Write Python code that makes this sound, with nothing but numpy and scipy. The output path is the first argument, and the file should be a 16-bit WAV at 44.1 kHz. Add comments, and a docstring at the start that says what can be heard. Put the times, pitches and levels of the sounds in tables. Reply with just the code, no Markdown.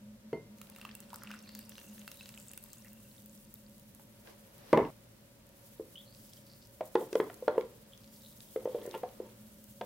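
"""Water pours from a glass jug into a bowl of thick puree: splashes of snap, splat, bubble tone and wall
ring over fluttering fizz and slosh, with gurgles and singing made by pops and noise in gliding bands.
The jug meets the counter in rattling knocks: glass and counter modes, cracks and a shudder.
A steel spoon stirs, ringing the bowl's modes with bumps and with rough slips as it scrapes.
Soft rustles and a quiet kitchen of shaped noise, hum bands, a drone and a faint whine lie behind."""
import sys
import numpy as np
from scipy import signal
from scipy.fft import rfft, irfft, next_fast_len
from scipy.io import wavfile
from scipy.ndimage import uniform_filter1d

SR = 44100
rng = np.random.default_rng(int(sys.argv[2]) if len(sys.argv) > 2 else 0)


def dump(signal):
    """Clip the signal to [-1, 1] and save it as 16-bit WAV at the path in sys.argv[1]."""
    limited = np.clip(np.atleast_2d(signal).T, -1, 1)
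    pcm = np.round(limited * 32767).astype(np.int16)
    wavfile.write(sys.argv[1], SR, pcm)


N = 434385
EDGE_HZ = 15950  # highest treble kept in the sound

# modes of the wet bowl wall: f/Hz, relative level/dB, t60/s at damping 1
WALL_MODES = [(1520, 8.5, 0.03), (2712, 7.5, 0.14), (2768, 2, 0.12), (4000, -12, 0.052)]
# spectrum of sloshing water, also used for the rustles: f/Hz, relative level/dB
SLOSH_SPECTRUM = [(180, -51), (300, -1.5), (554, 0), (712, -4.5), (1320, -9), (6000, -17), (7800, -50)]
# spectrum of a hard contact: f/Hz, relative level/dB
CRACK_SPECTRUM = [(300, -27), (900, 13.5), (1800, 10), (3500, 0), (6000, -20), (12000, -56)]
# left-right likeness of air and echoes: f/Hz, correlation (clipped to the valid range in use)
STEREO_LIKENESS = [(60, 1), (180, 0.84), (550, 0.44), (1650, -0.032), (4970, -0.35), (15000, 0.046)]


def splashes():
    """Drops snap, splat and trap ringing bubbles, and strike the wall; a pop is a bubble and noise only."""
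    # splashes of the poured stream: t/s, level/dB, starting bubble f/Hz, then snap and splat
    # level/dB relative to the splash
    stream_drops = [(0.585, -42, 6350, -11, -16), (0.699, -51, 2450, 12, -22), (1.04, -48, 4800, -12, -9),
                    (1.104, -43, 1400, -13, -11), (0.615, -38, 1300, 0.5, -5.5), (0.762, -43, 2460, 0, -9),
                    (0.785, -40.5, 1260, -4, -15), (0.814, -42, 2600, -3, -5.5),
                    (0.851, -36.5, 2620, -7, -8.5), (0.851, -29, 1170, -30, -27),
                    (0.891, -38, 2620, -27, -25), (0.952, -27, 7940, -9, -26),
                    (1.004, -29.5, 8000, -9, -29), (1.131, -28, 940, -15, -26), (1.142, -33, 1360, -4, -24),
                    (1.145, -29.5, 4900, -25, -30), (1.159, -40, 1290, 5.5, -18),
                    (1.22, -37, 1410, -20, -23), (1.235, -34, 1320, -2.5, -16),
                    (1.273, -38, 2650, -29, -12), (1.305, -31, 1380, -30, -20),
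                    (1.314, -37, 2670, -9, -4.5), (1.339, -30, 1400, -27, -19),
                    (1.39, -33.5, 5510, -21, -33), (1.492, -32, 4280, -20, -15),
                    (1.551, -25, 6800, -12, -26), (1.591, -26, 14400, -10, -20.5),
                    (1.694, -28, 11100, -8, -32), (1.781, -45, 2810, 4, -3), (2.078, -35, 2750, -2, -6.5),
                    (2.116, -25, 15400, -11, -18), (2.209, -45.5, 2660, -26, -3.5),
                    (2.258, -34, 4660, -18, -15), (2.291, -33, 5500, -9, -12.5),
                    (2.376, -36, 2750, -7, -18), (2.4, -31, 7540, -13, -39), (2.515, -27, 9500, -15, -41),
                    (2.535, -39, 2760, 2, -29), (2.576, -26, 14900, -7, -23), (2.639, -29, 11500, -9, -42),
                    (2.732, -26.5, 7700, -11, -36), (2.847, -46, 1920, 0, -34),
                    (2.932, -30, 14000, -18, -42), (3.26, -27, 14200, -17, -37),
                    (3.541, -19, 14200, -25, -54), (3.949, -30, 11300, -17, -39)]
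    # bubbles popping as the mix settles or the spoon turns it: t/s, level/dB, starting bubble f/Hz
    lone_pops = [(3.996, -54.5, 865), (4.273, -46, 1540), (6.148, -49.5, 4600), (6.294, -54, 5090),
                 (6.334, -45.5, 5230), (6.625, -54, 4450), (6.8748, -49, 15500), (7.129, -38.5, 4760),
                 (7.154, -36.5, 3280), (7.3422, -44, 10500), (7.61, -42, 2160), (7.976, -50, 6100),
                 (8.043, -51.5, 4300), (8.405, -45, 3750), (8.8633, -41, 13700), (8.9111, -43.5, 3670),
                 (2.702, -56, 4700), (3.202, -56, 5870), (3.376, -54, 5200), (3.45, -56, 5730)]
    out = np.zeros((2, N))
    t = np.arange(600) / SR
    for s, db, hz, snap_db, splat_db in stream_drops:
        # the wall rings with the splat, more when the bubble is near its second mode
        octaves_off = np.log2(hz / WALL_MODES[1][0])
        ring_db = splat_db - 8.5 + 16 * np.exp(-(octaves_off / 0.22) ** 2)
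        snap = evened(band(rng.standard_normal((2, len(t))), 8500, "high")) * np.exp(-t / .0015)
        splat = evened(band(rng.standard_normal(len(t)), [1100, 5500], "band")) * np.exp(-t / 0.002)
        add(out, s, amp(db) * (0.53 * bubble(hz, 3.0) + amp(snap_db) * snap + amp(splat_db) * splat))
        strike_db = 3 * rng.standard_normal(len(WALL_MODES))
        add(out, s, amp(db + ring_db) * ring(detuned(WALL_MODES), strike_db, 4.0, .06, 1e-4))
    for s, db, hz in lone_pops:
        burst = band(rng.standard_normal((2, len(t))), [hz / 2, min(2 * hz, EDGE_HZ)], "band")
        add(out, s, amp(db) * (bubble(hz, 5.4) + 0.74 * evened(burst) * np.exp(-t / 0.0025)))
    return out


def wet_surface():
    """Fizz and slosh: fluttering hiss, ticks and small bubbles; the stream's drops keep the wall ringing."""
    # balance of the wet surface: t/s, fizz of tiny bursting bubbles level/dB, slosh level/dB
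    wet_levels = [(0, -74, -74), (.52, -71, -70.5), (.62, -64, -68), (1.0, -66, -67.5), (1.5, -63.5, -67),
                  (1.9, -59, -68.5), (2.6, -59.5, -70.5), (3.4, -62, -78), (4.85, -63, -64),
                  (4.93, -65.5, -69), (5.45, -67, -72.5), (5.6, -61, -69.5), (6.7, -61, -73),
                  (7.15, -56, -64), (7.5, -64, -66), (8.1, -61, -71.5), (8.3, -56, -73.5),
                  (8.8, -58.5, -62.5), (9.3, -62.5, -67), (9.85, -58.5, -77.5)]
    # how freely the surface bubbles: t/s, amount (0-1)
    bubbling_amount = [(0, 0), (.6, 0), (.8, 0.94), (2.9, 0.76), (3.75, 0.18), (9.85, 0.25)]
    # spectrum of the fizzing hiss: f/Hz, relative level/dB
    fizz_spectrum = [(1470, -40), (2500, -43), (2830, -9), (4120, -11), (7680, -5), (15700, -1.5)]
    t = np.arange(N) / SR
    fizz_db, slosh_db = curves(wet_levels, t)
    pour = np.clip(curves(bubbling_amount, t)[0], 0, 1)

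    hiss = rng.standard_normal((2, N)) * clumps(2.8, 1200) + 0.41 * crackle(N, 120, 3.4)
    fine_bubbles = bubbling(3660, 14800, 600, 7)
    fine_drops = spatter(200, 7100, 9700, 0.0025)
    fizz = coloured(hiss, fizz_spectrum) + .5 * pour * (fine_bubbles + 0.64 * fine_drops)

    wall_ring = ring(WALL_MODES, np.zeros(len(WALL_MODES)), 1.9, .12, 1e-4)
    wall = evened(signal.oaconvolve(crackle(N, 400, 6.6), wall_ring)[:N])

    big_bubbles = bubbling(884, 5550, 1300, 4.5)
    big_drops = spatter(300, 930, 4300, 0.002)
    slosh = 1.28 * coloured(rng.standard_normal((2, N)), SLOSH_SPECTRUM)
    slosh = slosh + pour * (0.73 * big_bubbles + big_drops)
    return amp(fizz_db) * fizz + amp(-70.5) * pour ** 1.76 * wall + amp(slosh_db) * slosh


def gliding_bands():
    """Quick pops and noise drive a resonance whose pitch glides, heard as gurgles, fizz or singing."""
    # gurgles, trickles, rising fizz and singing of spoon scrapes, as gliding narrow bands: t/s, length/s,
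    # level before the swell/dB, from f/Hz, to f/Hz, width of each resonance pass/Hz, least pop rate/(1/s)
    glides = [(0.756, 0.25, -63, 1600, 1870, 2200, 220), (1.111, 0.071, -63, 1000, 1300, 500, 250),
              (1.208, 0.17, -57.5, 1300, 1510, 900, 150), (1.24, 0.17, -61.5, 1780, 2590, 1800, 360),
              (1.434, 0.39, -65, 4230, 5000, 750, 290), (1.682, 0.39, -67, 5670, 6600, 900, 67),
              (2.114, 0.22, -65.5, 3900, 3870, 350, 150), (2.2, 0.73, -66, 6200, 9200, 1300, 55),
              (2.844, 0.052, -64.5, 1930, 1980, 500, 300), (5.954, 0.068, -51, 2910, 3600, 290, 570),
              (6.051, 0.13, -66.5, 4080, 4730, 600, 340), (6.122, .6, -70.5, 5100, 4900, 1900, 260),
              (6.311, .04, -69, 3400, 3300, 400, 300), (6.365, 0.05, -68, 3150, 3270, 350, 200),
              (6.461, 0.13, -64.5, 4500, 4680, 1300, 320), (6.616, 0.057, -63, 4600, 5200, 1400, 300),
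              (7.92, 0.042, -60, 3250, 3360, 402, 150), (7.948, 0.63, -71.5, 4770, 4980, 1800, 93),
              (8.2, 0.16, -65, 3700, 3980, 700, 240), (8.417, 0.16, -73, 3300, 3300, 350, 300),
              (8.799, 0.26, -67, 1840, 1980, 300, 330), (8.927, 0.052, -54.5, 2880, 2490, 800, 330)]
    out = np.zeros(N)
    for s, length, db, from_hz, to_hz, width, per_s in glides:
        t, shape_db = swell(length, 0.39, -4.5, -11.5)
        hz = from_hz + (to_hz - from_hz) * (t / length) ** 0.69
        pops = crackle(len(t), max(per_s, 8 / length), 3.4)  # about eight pops or more per glide
        drive = pops + 0.28 * rng.standard_normal(len(t))
        glide = resonate(resonate(drive, hz, width), hz, width)
        add(out, s, amp(db + shape_db) * evened(glide) * signal.windows.tukey(len(t), .05))
    return out


def jug():
    """The base lands, rocks and lands again; each contact rings, cracks and sets the counter shuddering."""
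    # jug meeting the counter: t/s, level/dB, contact f/Hz, then crack, glass ring and counter shudder
    # level/dB relative to the contact, damping factor
    contacts = [(0.3296, -24, 404, -15, -12.5, -28, 1.2), (4.7294, -10, 500, -10.5, -33, -11, 1.95),
                (4.7329, -11, 410, -29, -41, -14.5, 2.1), (4.7738, -12, 393, -11.5, -33, -14, 3.1),
                (4.7783, -14, 454, -29, -36, -19, 2.9), (4.799, -21.5, 523, -30, -38, -20, 2),
                (4.849, -37, 299, -2, -33, -7, 2.4)]
    # modes of counter and glass: f/Hz, relative level/dB, t60/s at damping 1
    jug_modes = [(158, 5, 0.12), (235, 6.5, 0.052), (341, 5, 0.045), (424, 11, 0.044), (650, -6, 0.12),
                 (700, -16, 0.044), (820, 3, 0.028), (920, 0.5, 0.053), (1300, -9, 0.028), (1980, -12, 0.1),
                 (2092, -8, 0.25), (4380, -22.5, 0.13), (6100, -10, 0.008)]
    # tone of the counter and what stands on it shuddering after a landing: f/Hz, relative level/dB
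    shudder_spectrum = [(48, -13), (72, -31), (140, -1), (270, -5), (480, -4), (620, 4.5), (720, -5.5),
                        (930, 3.5), (1250, -11), (1610, -26), (2080, -16), (8000, -81)]
    out = np.zeros(N)
    modes_hz = np.transpose(jug_modes)[0]
    t = np.arange(9000) / SR
    for s, db, hz, crack_db, glass_db, shudder_db, damping in contacts:
        # below 1500 Hz, modes near the contact pitch are favoured
        gains_db = np.where(modes_hz > 1500, glass_db, -10 * abs(np.log2(modes_hz / hz)))
        add(out, s, amp(db) * band(ring(jug_modes, gains_db, damping, 0.35, 0.003), 99, "high"))
        add(out, s + 0.001113, amp(db + crack_db) * crack(0.0023))
        fade = (1 - np.exp(-t / 0.0019)) * amp(-60 * t / 0.18)
        jolts = crackle(len(t), 1500, 3.3)
        # the jolts keep the glass buzzing
        buzz = resonate(jolts, 2060, 130)
        buzz = buzz + 0.33 * resonate(jolts, 2780, 150) + 0.15 * resonate(jolts, 3400, 300)
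        glass = amp(-32) * evened(buzz)
        add(out, s, amp(db + shudder_db) * fade * (coloured(jolts, shudder_spectrum) + glass))
    return band(out, 47, "high")


def spoon():
    """A bump is a dull thud, a crack and the modes near the contact pitch; a drag feeds them rough slips."""
    # spoon against the bowl: t/s, level/dB, contact f/Hz, upper mode level/dB,
    # crack level relative to the bump/dB, damping factor
    bumps = [(5.797, -30.5, 396, -27, -40, 0.91), (6.808, -25, 637, -20.5, -14, 1.7),
             (6.953, -13.5, 408, -13, -11, 0.72), (7.128, -26.5, 390, -14, -13, 2.8),
             (7.154, -14.5, 472, -13.5, -22, 2.2), (7.2, -15.5, 423, -8, -14, 4.7),
             (7.298, -36.5, 694, 16, -1.5, 1.7), (7.424, -32, 504, -20, -32, 0.85),
             (7.479, -13, 560, -15, -12, 1.13), (7.492, -25, 530, -31, -24, 1.1),
             (7.579, -15.5, 480, -12, -18.5, 2), (8.56, -24, 455, -43, -16.5, 1.3),
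             (8.655, -23, 490, -17.5, -26, 1.3), (8.674, -26, 530, -24, -29, 1.6),
             (8.747, -25, 490, -32, -31, 0.7), (8.785, -37.5, 420, -17, -23, 2.4),
             (8.854, -34, 530, -28.5, -37, 0.59), (8.876, -31, 417, -19, -20, 1.6),
             (8.94, -32, 408, 3, -13, 0.51), (8.954, -38, 450, -2, -26, 1.4),
             (9.032, -29.5, 478, -18.5, -17, 0.5), (9.036, -28, 710, -27, -32, 2.9),
             (9.201, -28.5, 463, -22.5, -36, 1.16), (9.811, -28.5, 668, -27, -1, 1.1)]
    # spoon dragging along the wall: t/s, length/s, share of the length where it presses hardest,
    # then body, grit and singing edge level/dB before the pressure swell
    scrapes = [(6.979, 0.1, 0.49, -39, -65, -68), (7.205, 0.092, 0.18, -42.5, -59, -82),
               (7.513, 0.15, 0.36, -41.5, -60, -68), (8.575, 0.12, 0.49, -50, -85, -85),
               (8.67, 0.2, 0.38, -43.5, -66.5, -63), (8.899, 0.087, 0.75, -42.5, -59, -63),
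               (9.215, 0.074, 0.4, -50, -66, -77)]
    # modes of the bowl: f/Hz, relative level/dB, t60/s at damping 1
    bowl_modes = [(379, 4.5, 0.085), (437.4, 12.5, 0.059), (488.4, 10, 0.092), (525.6, 4, 0.13),
                  (600, -2, 0.13), (718, 0, 0.075), (911, 23.5, 0.032), (998, 8, 0.075), (1060, 10, 0.026),
                  (1380, 3.5, 0.053), (1750, 6.5, 0.021), (1900, 8, 0.025), (2460, 5, 0.011),
                  (3316, -9, 0.041)]
    out = np.zeros(N)
    modes_hz, modes_db, _ = np.transpose(bowl_modes)
    low = modes_hz < 750
    # upper modes only, evened out in level
    rattle = ring(bowl_modes, np.where(low, -60, -.55 * modes_db), 0.74, .1, 0.00024)
    fade = np.exp(-np.arange(0, .15, 1 / SR) / 0.022)
    for s, db, hz, upper_db, crack_db, damping in bumps:
        gains_db = np.where(low, -24 * abs(np.log2(modes_hz / hz)), upper_db)
        gains_db = gains_db + 3.0 * rng.standard_normal(len(bowl_modes))
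        add(out, s, amp(db - 4.0) * ring(detuned(bowl_modes), gains_db, damping, .2, 0.0023))
        thud = ring([(hz, 0, .025)], np.zeros(1), 0.66, .05, 0.0017)
        add(out, s, amp(db - 6.5) * thud)
        # steel meets glass once the puree is squeezed out
        add(out, s + 0.001497, amp(db + crack_db) * crack(0.0028))
        # the loose spoon keeps the upper modes ringing
        chatter = evened(signal.oaconvolve(crackle(len(fade), 1500, 3.3), rattle)[:len(fade)])
        add(out, s, amp(db + crack_db - 20.5) * fade * chatter)

    body_ring = ring(bowl_modes, np.where(low, 0, -21), 1.13, .1, 0.0021)
    for s, length, top, body_db, grit_db, sing_db in scrapes:
        t, press_db = swell(length, top, -13.5, -18.5)
        edge_press_db = 0.57 * press_db  # grit and singing follow the pressure less than the body does
        slips = crackle(len(t), 700, 4.5)
        body = evened(signal.oaconvolve(slips, body_ring)[:len(t)])
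        grit = 0.2 * coloured(slips, CRACK_SPECTRUM) + evened(signal.oaconvolve(slips, rattle)[:len(t)])
        sing = evened(resonate(slips, modes_hz[-1], 490))  # the top mode sings under the edge
        drag = amp(body_db + press_db) * body + amp(grit_db + edge_press_db) * grit
        drag = drag + amp(sing_db + edge_press_db) * sing
        add(out, s, drag * signal.windows.tukey(len(t), .15))
    return band(out, 170, "high")  # a small bowl radiates no deep bass


def rustles():
    """Short swells of soft noise."""
    # soft rustles just before and around the jug's landing: t/s, length/s, level before the swell/dB
    soft_swells = [(4.239, .11, -55), (4.552, 0.38, -56.5)]
    out = np.zeros((2, N))
    for s, length, db in soft_swells:
        t, shape_db = swell(length, 0.42, -11.0, -10)
        add(out, s, amp(db + shape_db) * coloured(rng.standard_normal((2, len(t))), SLOSH_SPECTRUM))
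    return out


def kitchen_air():
    """Broad room noise, alike on both sides in the bass, with hum bands, a drone and a whine."""
    # spectrum of the room noise: f/Hz, relative level/dB
    air_spectrum = [(21, -40), (35, -1), (102, -1), (162, 0.5), (209, -1.5), (263, -2.5), (450, -12.5),
                    (567, -8.5), (751, -20.5), (1580, -18.5), (14500, -25), (15700, -33)]
    # steady fuzzy hum bands: f/Hz, width of each resonance pass/Hz, level/dB
    hum_bands = [(116.1, 22, -67), (555.6, 57, -70), (937, 48, -82)]
    # a wavering low drone: t/s, level/dB
    drone_levels = [(0, -56), (3.4, -60), (4.2, -63), (5.0, -69.5), (9.85, -59.5)]
    # a faint high whine: from t/s, to t/s, f/Hz, level/dB
    whines = [(1.707, 2.05, 11300, -83), (3.78, 4.902, 11300, -78), (5.5, 5.974, 11300, -77)]
    hz = np.fft.rfftfreq(N, 1 / SR)
    same = np.clip(read(STEREO_LIKENESS, hz), -1, 1)
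    a, b = rfft(rng.standard_normal((2, N)))
    sides = np.array([a, same * a + np.sqrt(1 - same ** 2) * b])
    air = coloured(irfft(sides, N), air_spectrum)

    drone_db = curves(drone_levels, np.arange(N) / SR)[0]
    hum = np.zeros(N)
    for f, width, db in hum_bands + [(211, 17.3, drone_db)]:
        hum += amp(db) * evened(resonate(resonate(rng.standard_normal(N), f, width), f, width))
    for start, end, f, db in whines:
        noise = rng.standard_normal(round((end - start) * SR))
        whine = evened(resonate(noise, f, 160))
        add(hum, start, amp(db) * whine * signal.windows.tukey(len(noise), .2))
    return amp(-62) * air + hum


def room(x):
    """Sparse echoes of random sign, each band dying at its own speed."""
    # decay of the kitchen: f/Hz, t60/s
    kitchen_decay = [(100, 0.81), (400, 0.2), (1500, 0.32), (5000, 0.28), (14000, 0.18)]
    taps = np.zeros((2, SR // 2))
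    at = np.arange(300, SR // 2 - 20, 20)
    at = at + rng.integers(0, 20, (2, len(at)))
    np.put_along_axis(taps, at, rng.choice([-1., 1.], at.shape), 1)
    hz, t, z = signal.stft(taps, SR, nperseg=256)
    same = np.clip(read(STEREO_LIKENESS, hz), 0, 1)[:, None] ** 0.12
    z = np.array([z[0], same * z[0] + np.sqrt(1 - same ** 2) * z[1]])
    decay = amp(-60 * t / read(kitchen_decay, hz)[:, None])
    tail = signal.istft(z * decay, SR, nperseg=256)[1]
    return signal.fftconvolve(x[None], tail / np.linalg.norm(tail[0]), axes=1)[:, :N]


def bubble(hz, cycles):
    """A short rising tone, dying over some cycles; the two sides hear it with a small random shift."""
    t = np.arange(600) / SR
    shift = rng.uniform(-0.52, 1, (2, 1)) * hz / 5000
    tone = np.sin(2 * np.pi * hz * t * (1 + 4 * t) + shift)
    return tone * np.exp(-t * hz / cycles) * np.minimum(t * hz, 1)


def bubbling(lo_hz, hi_hz, per_s, cycles, count=14):
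    """Random small bubbles of many sizes, coming in clumps; rms 1."""
    rate = per_s * clumps(4.9, 1500) / count
    total = np.zeros((2, N))
    for hz in np.geomspace(lo_hz, hi_hz, count):
        train = crackle(N, rate, 7.0)
        total += signal.oaconvolve(train[None], bubble(hz, cycles))[:, :N] * np.sqrt(hz)
    return evened(total)


def spatter(per_s, lo_hz, hi_hz, decay_s):
    """Tiny drops landing: broad ticks in clumps, each side with its own grain; rms 1."""
    t = np.arange(300) / SR
    ticks = band(rng.standard_normal((6, 2, len(t))), [lo_hz, hi_hz], "band") * np.exp(-t / decay_s)
    rate = per_s * clumps(4.9, 2500) / len(ticks)
    total = np.zeros((2, N))
    for tick in ticks:
        train = crackle(N, rate, 5.9)
        total += signal.oaconvolve(train[None], tick + 0.5 * tick.mean(0))[:, :N]
    return evened(total)


def crack(decay_s):
    """A few milliseconds of hard, broad contact noise; peak 1."""
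    t = np.arange(1024) / SR
    x = coloured(rng.standard_normal(len(t)), CRACK_SPECTRUM) * np.exp(-t / decay_s)
    return x / abs(x).max()


def crackle(shape, per_s, spread_db):
    """Sparse clicks of random sign, a few of them large; rms 1."""
    size = amp(spread_db * np.minimum(rng.exponential(1, shape), 5))
    return evened(size * rng.choice([-1., 1.], shape) * (rng.random(shape) < per_s / SR))


def ring(modes, gains_db, damping, seconds, rise):
    """Modes that start together and die away; peak 1."""
    t = np.arange(round(seconds * SR)) / SR
    hz, db, t60 = np.transpose(modes)[:, :, None]
    level_db = db + gains_db[:, None] - 60 * t * damping / t60
    x = (amp(level_db) * np.sin(2 * np.pi * hz * t)).sum(0)
    x = x * (1 - np.exp(-t / rise))
    return x / abs(x).max()


def detuned(modes):
    """The wet load shifts each mode a little by chance from blow to blow."""
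    return [(hz * (1 + 0.034 * rng.standard_normal()), db, t60) for hz, db, t60 in modes]


def resonate(x, hz, width):
    """Shifts the curve hz down to zero, smooths, and shifts back: a resonance of gain 1."""
    turn = np.exp(2j * np.pi * np.cumsum(hz * np.ones(x.shape[-1])) / SR)
    r = np.exp(-np.pi * width / SR)
    return 2 * (turn * signal.lfilter([1 - r], [1, -r], x / turn)).real


def coloured(x, spectrum):
    """Filters x by the spectrum, at rms 1."""
    size = next_fast_len(x.shape[-1])
    gain = amp(read(spectrum, np.fft.rfftfreq(size, 1 / SR)))
    return evened(irfft(rfft(x, size) * gain, size)[..., :x.shape[-1]])


def band(x, hz, kind):
    """A second-order Butterworth filter design."""
    return signal.sosfilt(signal.butter(2, hz, kind, fs=SR, output="sos"), x)


def clumps(depth_db, width):
    """Slow random swelling, as a gain; width is in samples."""
    slow = uniform_filter1d(uniform_filter1d(rng.standard_normal(N), width), width)
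    return amp(depth_db * evened(slow))


def swell(length, top, start_db, end_db):
    """Times, and a level in dB that climbs to zero at the share top of the length and falls again."""
    t = np.arange(0, length, 1 / SR)
    return t, np.interp(t / length, [0, np.clip(top, 0, 1), 1], [start_db, 0, end_db])


def amp(db):
    """Decibels to a gain."""
    return 10 ** (np.asarray(db) / 20)


def evened(x):
    """Scales x to rms 1."""
    return x / np.sqrt(np.mean(x ** 2) + 1e-20)


def read(points, hz):
    """Reads a curve drawn over log frequency."""
    f, value = np.transpose(points)
    return np.interp(np.log(hz + 1), np.log(f + 1), value)


def curves(rows, t):
    """Reads each column of a table over time."""
    s, *columns = np.transpose(rows)
    return [np.interp(t, s, c) for c in columns]


def add(mix, s, sound):
    """Adds the sound into the mix from s seconds on."""
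    part = mix[..., round(s * SR):][..., :sound.shape[-1]]
    part += sound[..., :part.shape[-1]]


def scene():
    """Balances pour, jug and bowl with their echoes over the surface, the rustles and the kitchen."""
    water = splashes()
    bowl = spoon() + gliding_bands()
    knock = jug()
    knock = knock + amp(-7) * room(knock)
    t = np.arange(N) / SR
    knock = knock * np.clip((4.905 - t) / 0.00083, 0, 1)  # the knock's tail stops abruptly
    wet = water + amp(-10.5) * room(water.mean(0)) + wet_surface()
    bowl = bowl + amp(-9.0) * room(bowl)
    return wet + knock + bowl + rustles() + kitchen_air()


def record(dry):
    """A steep low-pass removes the treble above EDGE_HZ."""
    lowpass = signal.firwin(511, EDGE_HZ, window=("kaiser", 9), fs=SR)
    return signal.oaconvolve(dry, lowpass[None], "same")


dry = scene()
out = record(dry)
dump(out)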